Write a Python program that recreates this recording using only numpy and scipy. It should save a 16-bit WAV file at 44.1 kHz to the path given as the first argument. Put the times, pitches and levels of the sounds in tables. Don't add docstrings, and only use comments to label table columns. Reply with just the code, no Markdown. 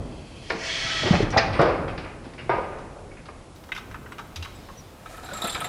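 import sys
import numpy as np
from scipy import signal
from scipy.fft import rfft, irfft
from scipy.io import wavfile
from scipy.ndimage import uniform_filter1d

SR = 44100
rng = np.random.default_rng(int(sys.argv[2]) if len(sys.argv) > 2 else 0)


def boost(x):
    u = np.asarray(x, float) / 20
    return 10 ** u


def digitize_waveform(pressure):
    field = np.atleast_2d(pressure).T
    bounded = np.clip(field, -1, 1)
    quanta = np.round(bounded * 32767).astype(np.int16)
    wavfile.write(sys.argv[1], SR, quanta)


N = 250488
T = np.arange(N) / SR

# (time [s], sway level [dB])
SWAY = [(0, -34), (.3, -46.5), (.98, -41.5), (1.07, -35), (1.77, -33), (2.06, -42), (2.28, -46.5),
        (2.53, -40.5), (3.02, -46.5), (3.64, -49.5), (3.92, -45.5), (4.43, -48.5), (4.6, -46), (5.01, -50),
        (5.52, -44.5), (5.68, -44.5)]
# (frequency [Hz], level [dB per Hz])
RUMBLE = [(15, -63), (25, 2), (38, 0.5), (81, 0.5), (135, -2.5), (170, -9.5), (220, -51)]
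MURMUR = [(82, -60), (140, 0.5), (225, 1), (339, 0), (720, -9.5), (1140, -17.5), (1500, -24.5), (1950, -26),
          ]
HUSH = [(290, -23), (500, 3.5), (1370, -5), (1710, -10), (2030, -8.5), (4000, -14), (10200, -18.5),
        (11800, -20.5), (15100, -19), (15800, -26)]
MURMUR_DB, MURMUR_LAG_S, HUSH_DB = -45, 0.042, -52

# (time [s], flow level [dB])
FLOW = [
    (.45, -54),
    (.57, -44),
    (.64, -33),
    (.7, -32.5),
    (.86, -31.5),
    (1.004, -30.5),
    (1.158, -35.5),
    (1.232, -38.5),
    (1.258, -69),
    (1.36, -101),
]
# (frequency [Hz], level [dB per Hz])
JET = [(240, -37), (400, -14), (673, -10), (732, -9.5), (1180, -11), (1280, -9), (1540, -6), (1850, -2.5),
       (2820, -5), (3330, 0), (3840, -8.5), (6020, -7.5), (11500, -36), (15000, -68)]
# (frequency [Hz], width [Hz], gain [dB])
CYLINDER = [(659, 13, 28.5), (1310, 26, 14), (1920, 90, 23.5), (2217, 30, 27), (2620, 64, 12),
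            (3020, 40, 22), (3270, 55, 12), (3310, 23, 25), (4090, 60, 20), (4390, 120, 19.5),
            (4640, 57, 4), (5200, 120, 15), ]
# (frequency [Hz], width [Hz], gain [dB])
SEEP = [(2620, 260, -7.5), (3150, 260, -6), (4100, 370, -15), (4500, 160, -14), (5400, 37, -29)]
# (time [s], level [dB], t60 [s])
SPURTS = [
    (1.304, -35.5, 0.096),
]
SEEP_DB, SEEP_GROWS_DB_PER_S, SEEP_ENDS_S = -68.5, 16, 0.53
OPENS_S, OPENING_S, SHUT_DB = 0.61, 0.1, -11
BRIGHT_DB, BRIGHT_FOLLOWS = -25, 0.16

# (time [s], level [dB], heft in the low band [dB], bite in the high band [dB], t60 [s])
CLANKS = [(.4995, -24.5, 3, -2.5, 0.16), (1.0545, -27.5, 5, -1, 0.49), (1.0694, -30, -3, -18, 0.25),
          (1.1273, -21, 5, -31, 0.14), (1.1494, -17, -4, -26, 0.085), (1.2194, -27, -2, -16, 0.15),
          (1.3234, -25.5, -6, -9, 0.21), (1.334, -25.5, 7.5, -16, 0.1), (1.39, -32.5, -9, 0.5, 0.47),
          (1.527, -31.5, -4, 0.5, .2), (2.495, -34.5, -6, -9, 0.59), (.499, -20.5, -11, -2, .04),
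          (1.03, -35.5, 10.5, -17, 0.21), (1.538, -27.5, -4.5, -15, 1), (1.59, -23, 15, -7.5, 0.22),
          (1.599, -29.5, 12, -9, 0.22), (1.68, -33, 13, -13, 0.22), (1.6117, -26, 8, -5, 0.47),
          (1.8781, -29.5, -1, -12, 0.24), (1.976, -31, -4.5, -4.5, 0.2), (2.0378, -35.5, -3, -12, 0.4),
          (2.2394, -44.5, 1.5, -3, 0.38), (2.3326, -38, -10, -5, 0.096), (2.378, -34.5, -8, -13, 0.21),
          (2.39, -38, -14, -8.5, 0.4), (2.492, -22.5, 13, -15, 0.062), (2.505, -28.5, 8.5, -19, 0.35),
          (2.581, -34, 6, -10, 0.079), (2.632, -40, 9, -13, 0.32), (2.72, -44.5, 7.5, -23, 0.65),
          (2.955, -61, 22.5, -23, 0.49), (3.111, -45, -15, -20, .15), (3.168, -37.5, -22, -20, 0.16),
          (2.72, -47, 7, -17, 0.82), (3.2544, -46, 4, 4, 0.12), (3.2849, -33.5, 4, -24, 0.051)]
# (time [s], level [dB], heft [dB], bite [dB], t60 [s])
SLAMS = [
    (1.3598, -32, 12, -44, 0.19),
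    (1.3714, -12.5, 5, 3.5, 0.044),
    (1.3788, -7.5, -4, -8.5, 0.068),
    (1.3947, -12, -11, -17, 0.024),
]
# (low edge [Hz], high edge [Hz])
CART_BANDS = [(1500, 2700), (330, 750), (750, 1500), (2900, 5300)]
STEP_BANDS = [(1600, 2800), (290, 750), (750, 1500), (3200, 6000)]
# (frequency [Hz], level [dB], t60 [s])
FRAME = [(330, -12, 0.62), (580, -12, 1), (652, -0.5, 0.072), (846.3, -27, 0.18), (1070, -17, 0.12),
         (1230, 2, 0.11), (1348, 9.5, 0.037), (2420, 12, 0.026)]
STEP = [(630, -28, 0.21), (935, 13, 0.07), (2060, 5, 0.07), (2760, -27, 0.095), (4480, 5, 0.45),
        (4730, -2, 0.093), (5200, 8, .04)]
# (time [s], level [dB], frequency [Hz], t60 [s])
MEMBERS = [(.503, -14.5, 2212, 0.026), (.503, -12.5, 1780, 0.027), (.503, -21, 1420, 0.038),
           (.528, -28, 444.5, 0.2), (1.056, -19, 625, 0.047), (1.062, -21, 358, 0.22),
           (1.204, -5.5, 414, 0.033), (1.225, -14, 311, 0.088), (1.361, -15.5, 666, 0.25),
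           (1.362, -15, 809, 0.1), (1.377, -18.5, 1825, 0.17), (1.377, -2, 1965, 0.025),
           (1.378, -13, 4900, 0.056), (1.378, -27, 4300, 0.17), (1.378, -16.5, 5310, 0.051),
           (1.39, -27, 1580, 0.26), (1.591, -21, 1230, 0.12), (1.62, -33, 1260, 0.4),
           (1.604, -23, 512, 0.12), (1.6, -23, 312, 0.33), (1.6, -26, 673, 0.26), (1.6, -32, 1020, 0.67),
           (2.385, -39, 1740, 0.066), (2.494, -30, 540.5, 0.76), (2.494, -27, 1222, .7),
           (2.5, -22, 947, 0.22), (2.494, -29, 696, .4), (2.5, -37, 1570, 0.22), (2.581, -18.5, 543, 0.095),
           (2.581, -22, 973, 0.1), (2.96, -38, 548, 0.15), (2.496, -36, 2247, 0.45), (2.5, -35, 2090, .3),
           (2.387, -40.5, 2850, 0.14), (2.39, -39, 2680, 0.13), (3.113, -44, 2230, 0.1),
           (.53, -34.5, 332, 0.38), (.698, -29, 2186, 0.11), (.698, -24, 3280, 0.087),
           (1.36, -20, 500, 0.065), (1.385, -42, 2700, 0.27), (1.385, -25.5, 2296, 0.2),
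           (1.485, -37, 815, 0.21), (1.59, -15, 560, 0.059), (1.672, -26, 521, 0.3),
           (1.035, -28.5, 249, 0.28), (1.38, -24, 5000, 0.03), (1.382, -37, 5730, 0.037)]

# (time [s], level [dB], frequency [Hz], t60 [s])
THUDS = [(.55, -24, 174, 0.036), (.85, -27.5, 113, 0.034), (1.022, -29.5, 94.5, 0.11),
         (1.045, -24.5, 105, 0.1), (1.075, -31, 91, 0.067), (1.125, -20.5, 91, 0.16),
         (1.138, -21, 147, 0.048), (1.203, -17, 166, 0.031), (1.226, -19, 112.5, 0.11),
         (1.37, -11, 99, 0.024), (1.595, -13, 128, 0.059), (1.9, -34, 101.6, 0.47), (2.265, -30, 225, 0.05),
         (2.5, -31.5, 117.3, 0.21), (4.364, -37.5, 85, .3), (4.388, -36, 84, 0.24),
         (5.44, -28.5, 184, 0.079)]
# (time [s], level [dB], frequency [Hz], t60 [s])
LANDINGS = [
    (1.1082, 12, 178.4, 0.025),
    (0.78, -22.5, 95, 0.042),
    (1.5, -15, 98, 0.092),
]
# (time [s], level [dB], frequency [Hz], length [s])
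SQUEAKS = [
    (0.838, -34.5, 1310, 0.23),
    (1.312, -39.5, 5840, 0.015),
    (1.3, -57, 7800, 0.018),
    (1.301, -58, 9600, .015),
    (1.523, -59, 8700, 0.11),
    (4.55, -54, 7900, 0.021),
    (4.77, -46.5, 5920, 0.041),
    (4.79, -56, 5700, 0.03),
]

# (time [s], level [dB], heft [dB], bite [dB])
TICKS = [(1.613, -40, -10, 13), (2.7866, -52, 12, 7), (3.5593, -55, 8, 9), (3.6371, -46, 0, 1),
         (3.6886, -48, 10.5, -1), (3.719, -23.5, -8, -16), (3.7494, -39.5, 5, 4), (3.7633, -33, -7.5, -4),
         (3.7769, -37.5, 8, 2), (3.9125, -39.5, 1, -7), (3.9439, -36, 6, -16), (4.0602, -42, 8.5, -18),
         (4.12, -33.5, 0, -11), (4.1824, -31.5, 3.5, -9), (4.193, -44, 14, 4), (4.359, -31, -7.5, 2.5),
         (4.4253, -35, -1, 3.5), (4.4463, -31.5, -4, -6.5), (4.456, -48, 17, -3), (4.6867, -43.5, 7.5, -21)]
# (low edge [Hz], high edge [Hz])
HANDLE_BANDS = [(1700, 3000), (800, 1700), (6000, 13000), (3000, 6000)]
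# (frequency [Hz], level [dB], t60 [s])
HANDLE = [(1315, -1.5, 0.097), (1576, -0.5, 0.019), (2110, -17, 0.023), (2170, -38, 0.035),
          (2480, -17, 0.087), (3340, -38, 0.16), (3560, -3, 0.069), (3900, 1.5, 0.17), (5300, -30, 0.14), ]
# (time [s], level [dB], frequency [Hz])
PINGS = [(1.883, -39, 3200), (2.496, -38, 3600), (3.72, -31, 3770), (4.359, -35, 4870), (4.12, -50, 7900),
         (1.979, -41, 4720), (3.256, -51, 4530), (3.286, -39, 1210), (3.719, -20.5, 2080),
         (3.72, -29, 1530), (3.719, -29, 2600), (3.748, -43, 3100), (3.912, -39, 1600), (3.912, -42, 2000),
         (4.06, -41, 1900), (3.763, -30, 1500), (3.763, -34, 2660), (3.764, -33, 2100), (3.776, -37, 1600),
         (3.776, -32, 3600), (4.426, -36, 3900), (4.69, -44, 1230), (3.943, -35.5, 1700),
         (4.121, -35, 1430), (4.19, -32, 1190), (4.7, -35, 1100), (4.185, -35, 1400), (3.955, -37, 1300),
         (4.36, -37, 3600), (4.425, -30.5, 2750), (5.06, -29, 1290)]
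SHUFFLE_S, SHUFFLE_LENGTH_S, SHUFFLE_DB = 4.63, 0.3, -55.5

# (time [s], grit level [dB], fine dust over the grit [dB])
ROLL = [
    (4.95, -49, 21),
    (5.108, -36.5, 31.5),
    (5.21, -36.5, 28),
    (5.474, -25.5, 25),
    (5.68, -44, 40),
]
# (time [s], level [dB], heft [dB], bite [dB])
JOLTS = [(5.0584, -39, -1, -28), (5.1394, -43, 2, -30), (5.174, -45, 9, -12), (5.231, -47.5, 14, 3),
         (5.255, -48.5, 7, 6.5), (5.2864, -39, 5, -6), (5.3118, -44, 3, 1), (5.3314, -38, 8.5, 1),
         (5.3694, -36, -5, -3), (5.418, -41.5, 14.5, 7.5), (5.443, -29.5, 5.5, -4), (5.4749, -26, -18, -30),
         (5.4944, -45, -23, 14.5), (5.5254, -37, -2, 1), (5.5458, -24.5, -5.5, -17), (5.5548, -40, 16, -6),
         (5.5753, -36, 7, -26), (5.6024, -26, -27, -40), (5.6102, -45, 18.5, 0), (5.6421, -27, -2, -12.5),
         (5.6594, -38, 7, -12)]
# (time [s], level [dB], heft [dB], bite [dB])
CHATTER = [(5.1684, -45, -20, -16), (5.244, -41.5, -0.5, -18), (5.236, -57, 0, -6),
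           (5.333, -35.5, 4.5, -17), (5.368, -36, 4, -13), (5.4152, -30, -1, -10), (5.4392, -30, 0, -12),
           (5.4712, -29.5, -3, 1), (5.4964, -42, 4, 17), (5.5242, -37.5, 10, -22), (5.542, -36, 5, -18),
           (5.6028, -33, -15, 8), (5.6424, -30.5, -2, -23)]
# (low edge [Hz], high edge [Hz])
CHASSIS_BANDS = [(1600, 3200), (900, 1600), (300, 900), (3200, 5500)]
AXLE_BANDS = [(10300, 12300), (6900, 8100), (14400, 15600), (8300, 9700)]
# (frequency [Hz], width [Hz], gain [dB])
WHEELS = [(724, 105, -4.5), (1290, 52, -4.5), (1740, 85, -19), (2450, 160, -13.5), (3480, 44, -20),
          (3750, 165, -4.5), (3970, 180, -4.5)]
AXLES = [(7430, 25, 7), (7670, 63, -8), (8360, 90, -13), (9100, 66, -13), (10700, 60, -14),
         (10750, 37, -11), (11700, 40, -9), (14900, 70, -2)]
# (time [s], level [dB], frequency [Hz], t60 [s])
RIMS = [(5.14, -39.5, 1260, .15), (5.177, -38, 1290, 0.16), (5.287, -29, 1480, 0.058),
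        (5.312, -28, 1470, 0.066), (5.318, -31, 599, .15), (5.325, -34, 208, 0.2), (5.331, -34, 3830, .05),
        (5.36, -31, 1270, .15), (5.419, -20.5, 3790, 0.053), (5.42, -30, 3500, .08), (5.425, -28, 1290, .1),
        (5.441, -20, 707, 0.074), (5.443, -31.5, 578, 0.14), (5.458, -25, 1328, 0.078),
        (5.525, -34, 3930, 0.054), (5.547, -24.5, 2310, 0.061), (5.548, -31, 4950, 0.046),
        (5.552, -30, 1295, .12), (5.553, -44, 505, 0.076), (5.604, -35, 3150, .06),
        (5.617, -23, 1282, 0.11), (5.642, -28, 2010, 0.065), (5.645, -31, 750, 0.093)]
TICK_T60_S, JOLT_T60_S, CHATTER_T60_S, PING_T60_S = 0.081, 0.12, 0.072, 0.052
SPINS_S = 5.6

# (frequency [Hz], t60 [s])
GARAGE = [(100, 0.81), (500, 0.78), (1500, 0.83), (4000, 0.51), (9000, 0.36)]
SCENE_CHANGES_S, NARROW_HZ = 3.553, 11300


def evened(x):
    return x / np.sqrt(np.mean(x ** 2) + 1e-20)


def band(x, order, lo, hi):
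    return signal.sosfilt(signal.butter(order, (lo, hi), "bandpass", fs=SR, output="sos"), x)


def curve(rows):
    s, *columns = np.transpose(rows)
    return [np.interp(T, s, c) for c in columns]


def during(rows, fade):
    fade_in = T - rows[0][0] + fade
    fade_out = rows[-1][0] + fade - T
    return np.clip(np.minimum(fade_in, fade_out) / fade, 0, 1)


def read(points, hz):
    f, value = np.transpose(points)
    return np.interp(np.log(hz + 1), np.log(f + 1), value)


def coloured(x, points):
    hz = np.fft.rfftfreq(len(x), 1 / SR)
    inside = (hz > .8 * points[0][0]) & (hz < 1.1 * points[-1][0])
    return irfft(rfft(x) * boost(read(points, hz)) * inside, len(x))


def patchy(x, patchy_db):
    z = signal.stft(x, nperseg=512)[2]
    patches = uniform_filter1d(rng.standard_normal(z.shape), size=3, axis=0)
    patches = uniform_filter1d(patches, size=12, axis=1)
    return signal.istft(z * boost(patchy_db * evened(patches)), nperseg=512)[1][:N]


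def rings(x, peaks, wander):
    out, live = np.zeros(N), np.flatnonzero(x)
    span = slice(live[0], live[-1] + SR // 10)
    knots_s = np.arange(240) / 40
    for hz, width, db in peaks:
        drift, patch = (np.interp(T[span], knots_s, v) for v in rng.standard_normal((2, 240)))
        turn = np.exp(2j * np.pi * np.cumsum(hz * (1 + wander * drift)) / SR)
        r = np.exp(-np.pi * width / SR)
        ringing = turn * signal.lfilter([1 - r], [1, -r], x[span] / turn)
        out[span] += boost(db + 2.5 * patch) * 2 * ringing.real
    return out


def weighed(rows, follow_db, by_heft, by_bite, *t60):
    return [(s, db, db + heft, db + follow_db + by_heft * heft + by_bite * bite, db + bite, *own, *t60)
            for s, db, heft, bite, *own in rows]


def blows(rows, bands, rise):
    out = np.zeros(N)
    t = np.arange(SR // 3) / SR
    for s, *levels_db, t60 in rows:
        unevenness = boost(0.37 * rng.standard_normal(len(t) // 50).repeat(50))
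        contacts = rng.standard_normal(len(t)) * unevenness
        contacts *= (1 - np.exp(-t / rise)) * boost(-60 * t / t60)
        part = out[round(s * SR):][:len(t)]
        for (lo, hi), db in zip(bands, levels_db):
            gain = boost(db - 7.5) * np.sqrt(SR / 2 / (hi - lo))
            part += gain * band(contacts, 4, lo, hi)[:len(part)]
    return out


def struck(x, modes, ring_db, longest, spread):
    t = np.arange(SR // 2) / SR
    body = np.zeros(len(t))
    for hz, db, t60 in modes:
        near = 1 + spread * rng.standard_normal((8, 1))
        cluster = np.sin(2 * np.pi * hz * near * t).sum(0)
        body += boost(db - 60 * t / min(t60, longest)) * cluster
    return x + boost(ring_db) * signal.fftconvolve(x, body / np.linalg.norm(body))[:N]


def swings(rows, sag, rise, rough):
    out, t = np.zeros(N), np.arange(SR // 3) / SR
    for s, db, hz, t60 in rows:
        blur = rough * np.cumsum(uniform_filter1d(rng.standard_normal(len(t)), size=24))
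        turns = hz * (t + sag * (1 - np.exp(-t / 0.0028))) + blur
        swing = (1 - np.exp(-t / rise)) * boost(db - 60 * t / t60) * np.sin(2 * np.pi * turns)
        part = out[round(s * SR):][:len(t)]
        part += swing[:len(part)]
    return out


def air():
    a, b, c = rng.standard_normal((3, N))
    sway_db = curve(SWAY)[0]
    late_db = np.interp(T - MURMUR_LAG_S * np.minimum(T, 1), T, sway_db - sway_db.mean())
    rumble = boost(sway_db) * evened(coloured(a, RUMBLE))
    murmur = boost(MURMUR_DB + late_db) * evened(coloured(b, MURMUR))
    return rumble + murmur + boost(HUSH_DB) * evened(coloured(c, HUSH))


def valve():
    turbulence = evened(uniform_filter1d(rng.standard_normal(N), 300))
    jet = rng.standard_normal(N) * boost(0.43 * turbulence)
    flow_db = curve(FLOW)[0]
    opened, cracked = during(FLOW, fade=0.043), T < SEEP_ENDS_S
    ringing = .45 * evened(rings(jet * opened, CYLINDER, wander=.004))
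    direct = 2.0 * evened(patchy(coloured(jet, JET), 1.5))
    hiss = boost(-1.5) * (direct + ringing) / 2
    upper_band = signal.butter(2, (2900, 4200), "bandpass", fs=SR, output="sos")
    upper = signal.sosfiltfilt(upper_band, hiss)
    still_shut = np.clip(1 - (T - OPENS_S) / OPENING_S, 0, 1)
    hiss = hiss + (boost(SHUT_DB * still_shut) - 1) * upper
    treble = signal.sosfilt(signal.butter(2, 4000, "highpass", fs=SR, output="sos"), hiss)
    brightness = boost(BRIGHT_DB + BRIGHT_FOLLOWS * (flow_db + 23))
    full = (hiss + (brightness - 1) * treble) * boost(flow_db) * opened
    spurts = treble * sum((T > s) * boost(db - 60 * abs(T - s) / t60) for s, db, t60 in SPURTS)
    seep = evened(rings(jet * cracked, SEEP, wander=0.0098)) * cracked
    seep = seep * boost(SEEP_DB + SEEP_GROWS_DB_PER_S * T * cracked)
    return full + spurts + seep


def cart():
    clanks = blows(weighed(CLANKS, 0.1, .7, .02), CART_BANDS, rise=.0015)
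    frame = struck(clanks, FRAME, ring_db=-21, longest=.4, spread=.07)
    slams = blows(weighed(SLAMS, -26, 1.06, -.79), STEP_BANDS, rise=.003)
    step = struck(slams, STEP, ring_db=-25, longest=.08, spread=.05)
    return frame + step


def members():
    return swings(MEMBERS, sag=0, rise=.002, rough=.006)


def tyres():
    return boost(4.0) * swings(THUDS, sag=0.0025, rise=0.0012, rough=0.00042) + landings()


def landings():
    return swings(LANDINGS, sag=0, rise=.007, rough=0)


def squeaks():
    out = np.zeros(N)
    waver = evened(uniform_filter1d(rng.standard_normal(N), 150))
    for s, db, hz, length in SQUEAKS:
        u = np.clip((T - s) / length, 0, 1)
        arch = np.sqrt(np.sin(np.pi * u) + 1e-12) * (u > 0) * (u < 1)
        out += boost(db) * arch * np.sin(2 * np.pi * hz * T + 0.38 * waver - 12.5 * u ** 2)
    return out


def handle():
    knocks = blows(weighed(TICKS, -11, .02, 0.82, TICK_T60_S), HANDLE_BANDS, rise=0.000084)
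    return struck(knocks, HANDLE, ring_db=-14.5, longest=0.16, spread=0.012)


def pings():
    return swings([(*row, PING_T60_S) for row in PINGS], sag=0, rise=0.0003, rough=0.007)


def shuffle():
    rustle = band(rng.standard_normal(N), 2, 1200, 5000)
    swell = np.exp(-((T - SHUFFLE_S) / SHUFFLE_LENGTH_S) ** 2)
    return boost(SHUFFLE_DB) * swell * evened(patchy(rustle, 3))


def wheels():
    grit_db, dust_db = curve(ROLL)
    grain_db = 0.68 * np.minimum(rng.exponential(1, N), 4)
    grit = rng.standard_normal(N) * boost(grain_db) * (rng.random(N) < 8000 / SR)
    rolling = boost(grit_db) * during(ROLL, fade=0.12)
    drive = boost(-14.0) * evened(band(grit, 4, 500, 2000)) * rolling
    drive += blows(weighed(JOLTS, -0.87, 0.89, 0.022, JOLT_T60_S), CHASSIS_BANDS, rise=0.0013)
    chatter = blows(weighed(CHATTER, -13, .02, 0.38, CHATTER_T60_S), AXLE_BANDS, rise=0.00067)
    level = [(hz, 0.96 * width, db + 3.8 * np.log2(hz / 1300)) for hz, width, db in WHEELS]
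    ringing = boost(9.0) * rings(drive, level, wander=0.013)
    dust = boost(dust_db - 48.5) * evened(band(grit, 2, 3000, 10000)) * rolling
    spinning = np.clip((T - SPINS_S) / .1, 0, 1)
    axles = boost(10) * rings(chatter + dust * spinning, AXLES, wander=.004)
    return boost(-4.0) * drive + boost(-3) * chatter + ringing + axles + dust


def rims():
    return swings(RIMS, sag=0, rise=.002, rough=.008)


def garage(x):
    out = np.zeros(N)
    for k in range(3):
        taps = np.zeros(SR)
        at = np.arange(200, SR - 20, 20)
        taps[at + rng.integers(0, 20, len(at))] = rng.choice([-1., 1.], len(at))
        hz, t, z = signal.stft(taps, SR, nperseg=256)
        decay = boost(-60 * t / read(GARAGE, hz)[:, None])
        tail = signal.istft(z * decay, SR, nperseg=256)[1]
        turn = np.sqrt(2 / 3) * np.cos(np.pi * (3.1 * T + k / 3))
        out += signal.fftconvolve(x * turn, tail / np.linalg.norm(tail))[:N]
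    return out


def scene():
    far, low, jet = cart(), tyres(), valve()
    near = handle() + wheels() + shuffle()
    frame_notes, small_notes = members(), pings() + rims() + squeaks()
    notes = boost(-11) * frame_notes + boost(-17) * small_notes
    wet = garage(boost(-5.5) * far + boost(-8) * low + boost(-6.5) * jet + boost(-9) * near + notes)
    return (far + low + jet + near + frame_notes + small_notes + wet + air())[None]


def top_cut(x):
    return signal.sosfilt(signal.butter(12, 15960, fs=SR, output="sos"), x)


def record(dry):
    lowpass = signal.firwin(401, NARROW_HZ, window=("kaiser", 9), fs=SR)
    narrow = signal.oaconvolve(dry, lowpass[None], "same")
    mix = np.where(T < SCENE_CHANGES_S, narrow, dry)
    return top_cut(mix)


dry = scene()
out = record(dry)
digitize_waveform(out)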